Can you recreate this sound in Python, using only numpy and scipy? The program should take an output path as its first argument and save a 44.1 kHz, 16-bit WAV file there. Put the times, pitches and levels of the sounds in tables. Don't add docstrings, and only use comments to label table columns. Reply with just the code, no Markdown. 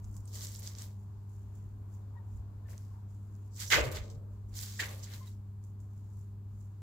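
import sys
import numpy as np
from scipy import signal
from scipy.fft import rfft, irfft, next_fast_len
from scipy.io import wavfile
from scipy.ndimage import uniform_filter1d

SR = 44100
rng = np.random.default_rng(int(sys.argv[2]) if len(sys.argv) > 2 else 0)


def level_to_linear(level):
    exponent = np.asarray(level, float) / 20
    return 10 ** exponent


def wrap_up_sound(samples):
    columns = np.atleast_2d(samples).T
    tamed = np.clip(columns, -1, 1)
    steps = np.round(tamed * 32767).astype(np.int16)
    wavfile.write(sys.argv[1], SR, steps)


N = 300757
T = np.arange(N) / SR
SIDES = np.array([[1], [-1]])
FAST = next_fast_len(N)
F = np.fft.rfftfreq(FAST, 1 / SR) + 1


def on_log(table, hz):
    f, v = np.transpose(table)
    return np.interp(np.log(hz), np.log(f), v)


def colour(x, table):
    closed = [(table[0][0] * 0.61, -90)] + list(table) + [(table[-1][0] * 1.5, -90)]
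    y = irfft(rfft(x, FAST) * level_to_linear(on_log(closed, F)), FAST)[..., :N]
    return y / np.sqrt(np.mean(y ** 2))


def walk(rate):
    k = int(SR / rate)
    held = np.repeat(rng.standard_normal(N // k + 1), k)
    return .7 * uniform_filter1d(uniform_filter1d(held, k), k)[:N]


def pair(alike):
    mid, side = rng.standard_normal((2, N))
    return np.sqrt(1 + alike) * mid + SIDES * np.sqrt(1 - alike) * side


def shower(per_s, spread_db, tail_s, bed, alike):
    sizes = level_to_linear(np.minimum(spread_db * rng.exponential(size=N), 17))
    hits = (rng.random(N) < per_s / SR) * sizes
    env = signal.lfilter([1], [1, -np.exp(-1 / (tail_s * SR))], hits)
    return pair(alike) * (bed + env / np.sqrt(np.mean(env ** 2)))


def strokes(rows, rise_s=.1, fall_s=.1, bed_db=-120):
    swing_db, stop_db = 20, 4
    power, blend = np.full(N, level_to_linear(2 * bed_db)), np.zeros(N)
    for row in rows:
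        rise, fall = np.maximum(row[2:4] if len(row) > 2 else (rise_s, fall_s), .002)
        at = slice(max(int((row[0] - 5 * rise) * SR), 0), int((row[0] + 5 * fall) * SR))
        late = T[at] - row[0]
        far = np.where(late < 0, -late / rise, late / fall)
        one = level_to_linear(2 * (row[1] - swing_db * far - stop_db * far ** 4))
        power[at] += one
        blend[at] += one * (row[4] if len(row) > 4 else 0)
    return 10 * np.log10(power), blend / power


# t/s, level/dB
HUM_LEVEL = [(0, -44), (2, -44.5), (4, -44), (5, -44), (6.82, -44.5)]
# multiple of the hum, level below it/dB
HUM_OVERTONES = [(2, -19.5), (3, -37.5), (4, -30.5), (6, -46)]


def hum():
    phase = 2 * np.pi * 100.03 * T
    tone = level_to_linear(0.13 * walk(6)) * np.sin(phase)
    for k, rel_db in HUM_OVERTONES:
        tone = tone + level_to_linear(rel_db + 1.8 * walk(1.5)) * np.sin(k * phase + rng.uniform(0, 2 * np.pi))
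    return np.sqrt(2) * level_to_linear(np.interp(T, *np.transpose(HUM_LEVEL)) + SIDES * 0.23) * tone


# f/Hz, level/dB per Hz
TOWN_SPECTRUM = [(50, -23.5), (85, -4.5), (106, -11.5), (124, -13.5), (137, -13), (152, -20), (203, -19),
                 (249, -25), (305, -25.5), (350, -34), (401, -34), (554, -39), (990, -35.5), (1250, -42),
                 (1650, -47), (1900, -51), (5000, -58.5), (6500, -94.5), (11000, -120)]
# f/Hz, level/dB per Hz
AIR_SPECTRUM = [(2350, -22.5), (4000, -8), (5890, -6.5), (7380, -2.5), (8770, -10), (15100, -3.5),
                (15900, -11.5)]
# f/Hz, left minus right/dB
TOWN_LEAN = [(60, -5), (110, 3), (200, 2), (380, 3.5), (700, 3), (1290, 6), (2380, -0.5), (4400, 0),
             (8120, -5.5), (15000, -4.5)]
# f/Hz, share/0-1
TOWN_LIKENESS = [(100, 0.95), (290, 1), (640, 0), (1400, 0), (15000, 0)]
# t/s, mid-band swell/dB
TRAFFIC_SWELL = [(0, 5.5), (1, 2.5), (2, 5), (2.4, 5), (3, 4), (4.5, 3), (5.4, 1), (6.82, 1.5)]


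def town():
    alike = np.clip(on_log(TOWN_LIKENESS, F), 0, 1)
    noise = rng.standard_normal((2, N))
    far_town = level_to_linear(-58.5) * colour(noise, TOWN_SPECTRUM)
    air = level_to_linear(-84) * colour(noise[:, ::-1], AIR_SPECTRUM)
    mid, side = rfft(far_town + air, FAST)
    both = np.sqrt(1 + alike) * mid + SIDES * np.sqrt(1 - alike) * side
    both = both * level_to_linear(SIDES * on_log(TOWN_LEAN, F) / 2)
    out, swell, traffic_db = 0, walk(0.25), np.interp(T, *np.transpose(TRAFFIC_SWELL))
    for hz in 88 * 2. ** np.arange(9):
        share = np.cos(np.pi / 2 * np.clip(np.log2(F / hz), -1, 1)) ** 2
        passing = np.exp(-np.log2(hz / 800) ** 2 / 4.4) * traffic_db
        out = out + level_to_linear(0.24 * swell + 1.6 * walk(8.8) + passing) * irfft(both * share, FAST)[:, :N]
    return out


def fine_dust():
    return shower(per_s=160, spread_db=-1.5, tail_s=0.0013, bed=2.2, alike=0.0528)


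# peak t/s, level/dB, rise/s, fall/s
FAR_SHUFFLES = [(0, -60, .01, 0.0062), (.045, -72, 0.048, 0.68), (.172, -63, 0.059, 0.049),
                (.3, -72, .25, .03), (1.0, -78, .1, .2), (1.296, -77, .016, 0.7),
                (1.552, -72.5, 0.041, 0.19), (1.946, -71.5, 0.08, 0.11), (2.368, -74.5, 0.22, 0.091),
                (3.1, -77.5, .045, 0.39), (3.364, -78, 0.17, 0.12), (3.48, -77, 0.33, 0.045),
                (4.336, -78.5, .06, .09), (4.49, -73, 0.0094, .3), (5.64, -72.5, 0.026, 0.12),
                (5.804, -73, .02, 0.098), (5.99, -76.5, 0.22, 0.11), (6.204, -73.5, 0.28, 0.13),
                (6.608, -75.5, 0.14, 0.23), (6.82, -81.5, .03, 0.035)]


def shuffles():
    spectrum = [(4500, -15.0), (6000, -7.5), (7200, -1.0), (8200, -10.5), (11000, -13.5), (15500, -12.0)]
    level_db = strokes(FAR_SHUFFLES)[0] + 1.36 * walk(23) - SIDES * 2.2
    return level_to_linear(1.0 + level_db) * colour(fine_dust(), spectrum)


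# f/Hz, level/dB per Hz
SOIL_SPECTRUM = [(11, -49.5), (18, -20.5), (46, 2.5), (70, 6), (82, -12.5), (92, -11), (120, -34),
                 (200, -120)]
# peak t/s, level/dB
FOOTFALLS = [(.06, -44), (.42, -52.5), (1.41, -53), (1.62, -48.5), (2.4, -45.5), (2.71, -63), (3.41, -60.5),
             (3.8, -46), (3.98, -47), (4.15, -48.5), (4.35, -48), (4.54, -50), (6.37, -55.5)]
# centre t/s, peak level/dB, f/Hz, half length/s
SOIL_THUMPS = [
    (2.35, -36.5, 55.4, .035),
    (2.398, -40, 62, .03),
    (3.765, -34.5, 139, 0.027),
    (3.797, -35.5, 70, 0.041),
    (3.828, -31, 68, 0.019),
    (3.872, -33, 123.5, 0.046),
    (3.955, -32.5, 94, 0.04),
    (4.025, -39.5, 65.6, .04),
    (4.165, -43, 130, .025),
]


def ground():
    deep_db = strokes(FOOTFALLS, rise_s=.2, fall_s=.2984, bed_db=-58)[0]
    deep = level_to_linear(deep_db + SIDES * .8) * colour(pair(0.88), SOIL_SPECTRUM)
    shake = uniform_filter1d(uniform_filter1d(rng.standard_normal((2, N)), size=900), size=300)
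    for s, db, hz, length in SOIL_THUMPS:
        u = np.clip((T - s) / length, -1, 1)
        cycles = np.cos(2 * np.pi * hz * (T - s) + 18 * shake)
        deep = deep + level_to_linear(db) * np.cos(np.pi / 2 * u) ** 2 * cycles
    return deep


# t/s, peak level/dB, f/Hz, left minus right/dB
CHIP_SNAPS = [(0.0434, -51, 6800, -8), (0.049, -52.5, 7130, -2), (0.166, -43.5, 7380, -3),
              (0.2543, -48, 8450, -2), (0.2763, -50, 6500, -6), (0.3365, -46, 4840, 3),
              (0.3543, -38.5, 7900, 6), (0.4084, -37.5, 4890, 1), (0.453, -42, 5600, -1),
              (0.4884, -48, 7800, -3.5), (0.5501, -38.5, 5300, -3.5), (0.5592, -35.5, 7700, -1),
              (0.596, -40, 11900, -12.5), (0.627, -48, 8000, -4.5), (0.6742, -29.5, 6240, -2),
              (0.7505, -41, 5380, -4), (0.7857, -38, 7010, 5), (0.8204, -38, 7300, 2),
              (2.7785, -43.5, 6600, -4), (3.5627, -41.5, 7300, 0), (3.6014, -34.5, 6600, -4),
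              (3.7012, -30.5, 6870, -15), (3.9148, -40.5, 7440, 2), (4.1004, -53, 6200, -8),
              (4.54, -48.5, 4800, -1), (5.028, -45, 5650, -8.5), (5.0343, -40.5, 5360, -4),
              (5.639, -57, 7250, -8), (5.8022, -61.5, 7100, -11), (6.6122, -57.5, 7530, -2.5)]
# t/s, peak level/dB, f/Hz, left minus right/dB
FAINT_SNAPS = [
    (0.1426, -56, 6050, -8),
    (2.687, -59, 2020, -4),
    (2.7315, -58, 1820, -3),
    (2.74, -59, 2150, 5.0),
    (3.3522, -60, 6810, -12),
    (5.333, -68, 6470, -3),
]
# t/s, peak level/dB, f/Hz, left minus right/dB
FINE_TICKS = [(0.3797, -43, 7670, -3), (0.4292, -37, 7000, -1), (0.439, -41.5, 7730, -2.0),
              (0.4693, -41, 5390, -5.5), (0.4692, -35, 7240, -5), (0.5177, -41, 7730, -4.5),
              (0.5911, -37, 7520, 1), (0.6894, -44.5, 5470, -2.5), (0.8007, -41, 5990, -1.5),
              (0.82, -36, 7430, -1.0), (2.6958, -53, 7260, -3), (2.7194, -55, 5830, -0.5),
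              (3.6291, -36, 7480, -1.5), (3.8394, -36, 4370, -2), (4.5888, -34, 5470, -7),
              (4.6285, -34.5, 4860, -4), (4.6444, -47, 5850, -2), (4.6994, -47, 4520, -3.5),
              (4.9095, -48.5, 6920, -1.5), (5.0087, -55, 6780, -2.0), (5.0744, -51.5, 5650, -2.5),
              (5.1033, -54, 4230, -3), (5.1596, -50, 7870, -1.5)]
# t/s, peak level/dB, f/Hz, left minus right/dB
SPLINTER_TICKS = [
    (0.4494, -45.5, 13300, -6.5),
    (0.4878, -50, 11600, -5.5),
    (0.5452, -39.5, 12200, -8),
    (0.6034, -41, 12200, -4),
    (3.9245, -42.5, 13200, -7),
    (4.6094, -38.5, 12200, -14),
]


def snaps():
    out, t = np.zeros((2, N + 2000)), np.arange(1500) / SR
    ticks = [(s, db - 1.5, hz, pan_db) for s, db, hz, pan_db in FINE_TICKS + SPLINTER_TICKS]
    rows = CHIP_SNAPS + FAINT_SNAPS + ticks
    lags = rng.integers(-2, 3, len(rows))
    for (s, db, hz, pan_db), lag in zip(rows, lags):
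        cycles = t * hz / .85
        push = cycles * np.exp(1 - cycles)
        rattle = 0.23 * np.exp(-t / 0.005) * uniform_filter1d(rng.standard_normal((2, len(t))), size=5)
        click = (push + rattle) * np.sin(2 * np.pi * hz * t)
        for side in range(2):
            at = max(int((s + .0009) * SR) + side * lag, 0)
            out[side, at:at + len(t)] += level_to_linear(db + 3.5 + SIDES[side, 0] * pan_db / 2) * click[side]
    return out[:, :N]


# t/s, length/s, f/Hz, level/dB, octave minus first partial/dB
SOFT_PEEPS = [
    (.155, .04, 1100, -75, -30),
    (1.96, .34, 555, -80, -30),
    (2.154, .024, 960, -67, -30),
    (2.158, .036, 948, -76, 7),
    (2.194, .02, 930, -69, -11),
    (2.646, .04, 894, -84.5, 14),
    (2.91, .045, 1060, -73, -25),
    (3.93, .065, 622, -55, -30),
    (5.209, .052, 1045, -63.5, -15),
    (5.263, .02, 1000, -72, -2),
]


def peeps():
    out, shake = np.zeros(N), walk(210)
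    for s, length, hz, db, octave_db in SOFT_PEEPS:
        u = np.arange(int(length * SR)) / (length * SR)
        at = slice(int(s * SR), int(s * SR) + len(u))
        pitch = hz * (1 - .012 * u) * (1 + .008 * shake[at])
        phase = 2 * np.pi * np.cumsum(pitch) / SR
        swell = np.sin(np.pi * u ** .4) ** .7
        first = level_to_linear(3.5 * shake[::-1][at]) * np.sin(phase)
        upper = level_to_linear(octave_db) * 2 * u * (np.sin(2 * phase) + level_to_linear(-22) * np.sin(4 * phase))
        out[at] += level_to_linear(db + 4) * swell * (first + upper)
    return out * level_to_linear(2.5 * walk(120) + SIDES * 5.4)


# peak t/s, level/dB, rise/s, fall/s
HEN_MUTTERS = [
    (.17, -73, .06, 0.07),
    (1.1, -71, .2, 0.26),
    (1.3, -71, 0.17, .25),
    (2.17, -66, .1, 0.16),
    (2.95, -65, 0.13, 0.14),
    (4.15, -76.5, 0.094, 0.28),
    (5.3, -83, .1, 0.26),
    (6.1, -79.5, 0.14, 0.21),
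    (6.5, -80, .2, .2),
]
# f/Hz, level/dB per Hz
MUTTER_SPECTRUM = [(780, -9), (900, 2.5), (1000, 1), (1100, -4), (1250, -15), (1600, -11.5), (1800, -23)]


def mutters():
    level_db = strokes(HEN_MUTTERS)[0] - 1.5 + 2.2 * walk(30)
    return level_to_linear(level_db) * colour(pair(0.3), MUTTER_SPECTRUM)


# t/s, peak level/dB, f/Hz, ring t60/s, left minus right/dB
CHIP_RINGS = [(.588, -40, 7820, 0.021, 2), (3.676, -38, 5830, .06, -7), (3.711, -25, 2040, 0.045, -3.5),
              (3.7171, -22, 1880, 0.038, -3.5), (3.7208, -28.5, 7000, .05, -6),
              (3.7244, -22.5, 2430, 0.045, -3), (3.7284, -16.5, 2153, .06, -2.5),
              (3.741, -16.5, 2025, 0.036, -1), (3.751, -29, 1530, .05, -0.5),
              (3.9524, -43.5, 4825, .03, -5), (4.5458, -48, 6995, 0.018, -3.5),
              (4.5708, -39, 7180, .02, -8), (4.7915, -29, 1864, 0.035, -5),
              (4.7944, -29.5, 1704, 0.058, -5), (4.807, -38, 1850, 0.033, -5),
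              (4.826, -31, 1600, 0.036, -1), (4.809, -34, 7290, 0.043, 0), (4.889, -36, 6000, 0.014, -6),
              (5.136, -46.5, 4002, 0.04, -3), (5.2726, -51, 3880, 0.052, -5)]
# t/s, peak level/dB, f/Hz, ring t60/s, left minus right/dB
CHIP_PINGS = [(.2548, -50, 8200, .02, -4), (.2763, -52, 6600, .015, -4), (.437, -39, 7600, .01, -2),
              (.453, -38, 7600, .01, -1.5), (.4805, -43, 5400, .008, -2), (.4879, -42, 11600, .015, -5),
              (.4909, -37, 7500, .015, -3), (.5448, -45, 12300, .012, -6), (.5448, -47, 14000, .012, -2),
              (.5952, -41, 13600, .012, -4), (.683, -42, 6500, .008, -2), (.8092, -39, 7000, .01, -2),
              (.8092, -46, 14300, .01, -3), (3.9245, -42, 14500, .03, -4), (3.944, -40, 13500, .008, -4),
              (4.029, -52.5, 6000, .008, -4), (4.054, -50, 5800, .008, -4), (4.5722, -42, 13000, .015, -8),
              (4.6226, -35, 14900, .02, -6), (4.7198, -45, 5600, .015, -2.5), (4.879, -44, 2000, .02, -2),
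              (5.043, -45, 6500, .008, -4), (4.112, -53, 6300, .015, -6), (2.85, -62, 6500, .012, -4),
              (3.733, -22, 1990, .03, -2), (5.072, -49, 2000, .02, 0), (5.1104, -53, 2990, .015, -2)]


def rings():
    out, t = np.zeros((2, N + 5000)), np.arange(4400) / SR
    for s, db, hz, t60, pan_db in CHIP_RINGS + CHIP_PINGS:
        shiver = uniform_filter1d(rng.standard_normal(len(t)), size=90)
        tone = np.sin(2 * np.pi * hz * t + 4.0 * shiver)
        tone = tone * (1 - np.exp(-t / 0.001)) * level_to_linear(-60 * t / max(t60, .005))
        at = int(s * SR)
        out[:, at:at + len(t)] += level_to_linear(db - 2.0 + SIDES * pan_db / 2) * tone
    return out[:, :N]


# peak t/s, grain level/dB, rise/s, fall/s, dust minus grains/dB
LIGHT_SCRATCHES = [(.277, -64, 0.0064, 0.056, -3), (.345, -53.5, 0.027, 0.36, -4.5),
                   (.438, -53, 0.16, 0.16, -2), (.53, -59.5, .03, .1, -2), (.566, -60.5, .1, 0.32, -3),
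                   (.63, -56, .005, 0.14, -2), (.68, -54.5, 0.079, 0.13, -6.5),
                   (.786, -54, .004, 0.074, -9), (.82, -55.5, 0.076, 0.067, 0), (.86, -65.5, .05, 0.12, -1),
                   (2.702, -64, 0.032, 0.14, 0.5), (2.778, -77, .02, .06, -1),
                   (2.81, -76, 0.056, 0.36, -0.5)]
# peak t/s, grain level/dB, rise/s, fall/s, dust minus grains/dB
HARD_KICKS = [(3.575, -55.5, 0.064, 0.086, -7.5), (3.603, -45, 0.022, 0.25, -3.5),
              (3.685, -58, .06, 0.05, -13.5), (3.703, -39.5, 0.0031, .06, -4),
              (3.725, -30.5, 0.024, 0.098, -8), (3.77, -40, .06, 0.067, -8.5),
              (3.849, -51, 0.055, 0.078, -2.5), (3.918, -56, 0.0098, 0.099, 3),
              (3.961, -49, 0.038, 0.0615, -6), (4.04, -64.5, 0.067, .12, -9.5),
              (4.102, -64.5, 0.0062, 0.088, -8.5), (4.58, -48.5, 0.046, 0.14, -2),
              (4.625, -52, 0.083, 0.29, -1.5), (4.78, -55.5, 0.16, .03, -9.5),
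              (4.802, -41, 0.018, 0.057, -5), (4.84, -56.5, 0.06, 0.33, 1), (4.995, -62, .02, .03, -4),
              (5.035, -49, .012, 0.045, -8), (5.145, -58, 0.09, .125, -1.5),
              (5.272, -67, 0.06, 0.116, -1.5), (5.33, -75.5, .02, 0.071, -3)]
# f/Hz, level/dB per Hz
GRAIN_SPECTRUM = [(2650, -32), (4500, -4), (4840, 1), (7580, 3), (7870, 0.5), (8800, -24), (11400, -34.5),
                  (19400, -120)]
# f/Hz, level/dB per Hz
COARSE_SPECTRUM = [(2700, -15), (3080, -0.5), (3800, 1), (4600, -4)]
# f/Hz, level/dB per Hz
DUST_SPECTRUM = [(4880, -31), (8300, -3), (9140, -3), (11800, -0.5), (14300, -0.5), (15100, 2),
                 (16000, -6.5)]
# f/Hz, level/dB per Hz
PACKED_SPECTRUM = [(2900, -2), (3500, -1.5), (4300, -2.5), (5500, -6), (7000, -5.5), (7800, -8.5),
                   (8300, -26)]


def rustle():
    grain_db, dust_db = strokes(LIGHT_SCRATCHES + HARD_KICKS)
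    pan_db = -3 - .11 * (grain_db + 55)
    coarse_db = np.minimum(-1 + 0.6 * (strokes(CLAW_DRAGS)[0] - grain_db), -1.2)
    fall = shower(per_s=1100, spread_db=2.9, tail_s=.0004, bed=1.35, alike=.12)
    dust = fine_dust()
    hard = np.clip((grain_db + 47) / 8, 0, 1)
    light = colour(fall, GRAIN_SPECTRUM) + level_to_linear(coarse_db) * colour(fall, COARSE_SPECTRUM)
    dense = level_to_linear(3.5) * colour(dust[:, ::-1], PACKED_SPECTRUM)
    fine = level_to_linear(dust_db) * colour(dust + 0.86 * fall, DUST_SPECTRUM)
    mix = np.sqrt(1 - hard) * light + np.sqrt(hard) * dense + fine
    return level_to_linear(1.5 + grain_db + 2.1 * walk(45) + SIDES * pan_db / 2) * mix


# peak t/s, level/dB, rise/s, fall/s, left minus right/dB
CLAW_DRAGS = [(.358, -68, 0.057, .2, 1), (.434, -66, .12, 0.22, 3), (.646, -69, 0.12, 0.29, 5),
              (.808, -66, 0.072, .115, 4), (2.685, -84.5, 0.008, 0.22, 32), (2.742, -82, .1, 0.063, 22),
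              (3.62, -53, 0.049, 0.072, 3), (3.704, -40.5, 0.0014, .06, -5),
              (3.718, -28.5, 0.0086, 0.085, -4.5), (3.734, -27, 0.017, 0.1, 1.5),
              (3.772, -39, 0.041, 0.19, 0), (3.972, -52.5, 0.12, 0.072, -2.5), (4.02, -68, 0.056, .15, 9.5),
              (4.59, -64, 0.078, 0.27, 0), (4.64, -65.5, 0.12, 0.42, 2), (4.796, -38, 0.0054, 0.063, 1),
              (4.83, -42, 0.03, 0.058, 1), (4.885, -55.5, .06, 0.13, 0), (5.149, -62, 0.26, 0.072, 4),
              (5.257, -74, 0.16, 0.1, 6)]
# peak t/s, level/dB, rise/s, fall/s
LITTER_BOOMS = [(.358, -64.5, 0.14, .08), (.434, -66.5, .12, 0.31), (.646, -66.5, 0.22, .4),
                (.808, -71, 0.36, 0.27), (2.69, -66, 0.0068, 0.21), (2.742, -74, 0.18, 0.075),
                (3.622, -77, 0.035, .3), (3.73, -39, 0.022, 0.14), (3.772, -35, 0.052, 0.22),
                (3.972, -51, 0.35, 0.062), (4.05, -57, 0.11, 0.4), (4.62, -71, 0.31, 0.21),
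                (4.823, -49, 0.039, 0.07), (4.9, -56, 0.092, 0.22), (5.15, -69, 0.25, 0.29)]
# f/Hz, level/dB per Hz
CHIP_SPECTRUM = [(710, -37), (1200, -14), (1440, -7), (1500, -4.5), (1670, -6), (1730, -5.5), (2120, -4),
                 (2310, -7.5), (2900, -9.5), (3770, -27.5), (6380, -120)]
# f/Hz, level/dB per Hz
KNOCK_SPECTRUM = [(1250, -21), (1500, -7), (1750, -1), (2000, -2), (2250, -7), (3100, -11)]
# f/Hz, level/dB per Hz
HOLLOW_SPECTRUM = [(140, -29.5), (240, -12.5), (334, -8.5), (444, -2.5), (492, -6.5), (622, -3.5),
                   (651, -10.5), (720, -18.5), (940, -50), (1580, -120)]


def scrape():
    chips_db, pan_db = strokes(CLAW_DRAGS)
    hollow_db = strokes(LITTER_BOOMS)[0]
    clatter = shower(per_s=1200, spread_db=0.5, tail_s=.003, bed=1.1, alike=0.16)
    clatter[0] = np.roll(clatter[0], 20)
    second_kick = (T > 4.785) & (T < 4.87)
    chips = np.where(second_kick, colour(clatter, KNOCK_SPECTRUM), colour(clatter, CHIP_SPECTRUM))
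    loose = shower(per_s=257.0, spread_db=2.5, tail_s=0.018, bed=1.5, alike=0.4)
    upper_db = 0.44 * hollow_db + 0.42 * chips_db - 10.5
    upper = level_to_linear(upper_db) * colour(loose, [(740, -0.84), (950, 2.0), (1250, 1.0)])
    boom = level_to_linear(1.45 + hollow_db) * colour(loose, HOLLOW_SPECTRUM)
    return level_to_linear(4.0 + chips_db + SIDES * pan_db / 2) * chips + boom + upper


def scene():
    background = hum() + town() + shuffles()
    hens = peeps() + mutters()
    return background + ground() + snaps() + hens + rings() + rustle() + scrape()


def top_cut(x):
    return signal.sosfilt(signal.butter(12, 15870, fs=SR, output="sos"), x)


def record(dry):
    low_pass = signal.ellip(10, .3, 70, 15820, fs=SR, output="sos")
    cut = signal.sosfilt(low_pass, dry)
    return top_cut(cut)


dry = scene()
out = record(dry)
wrap_up_sound(out)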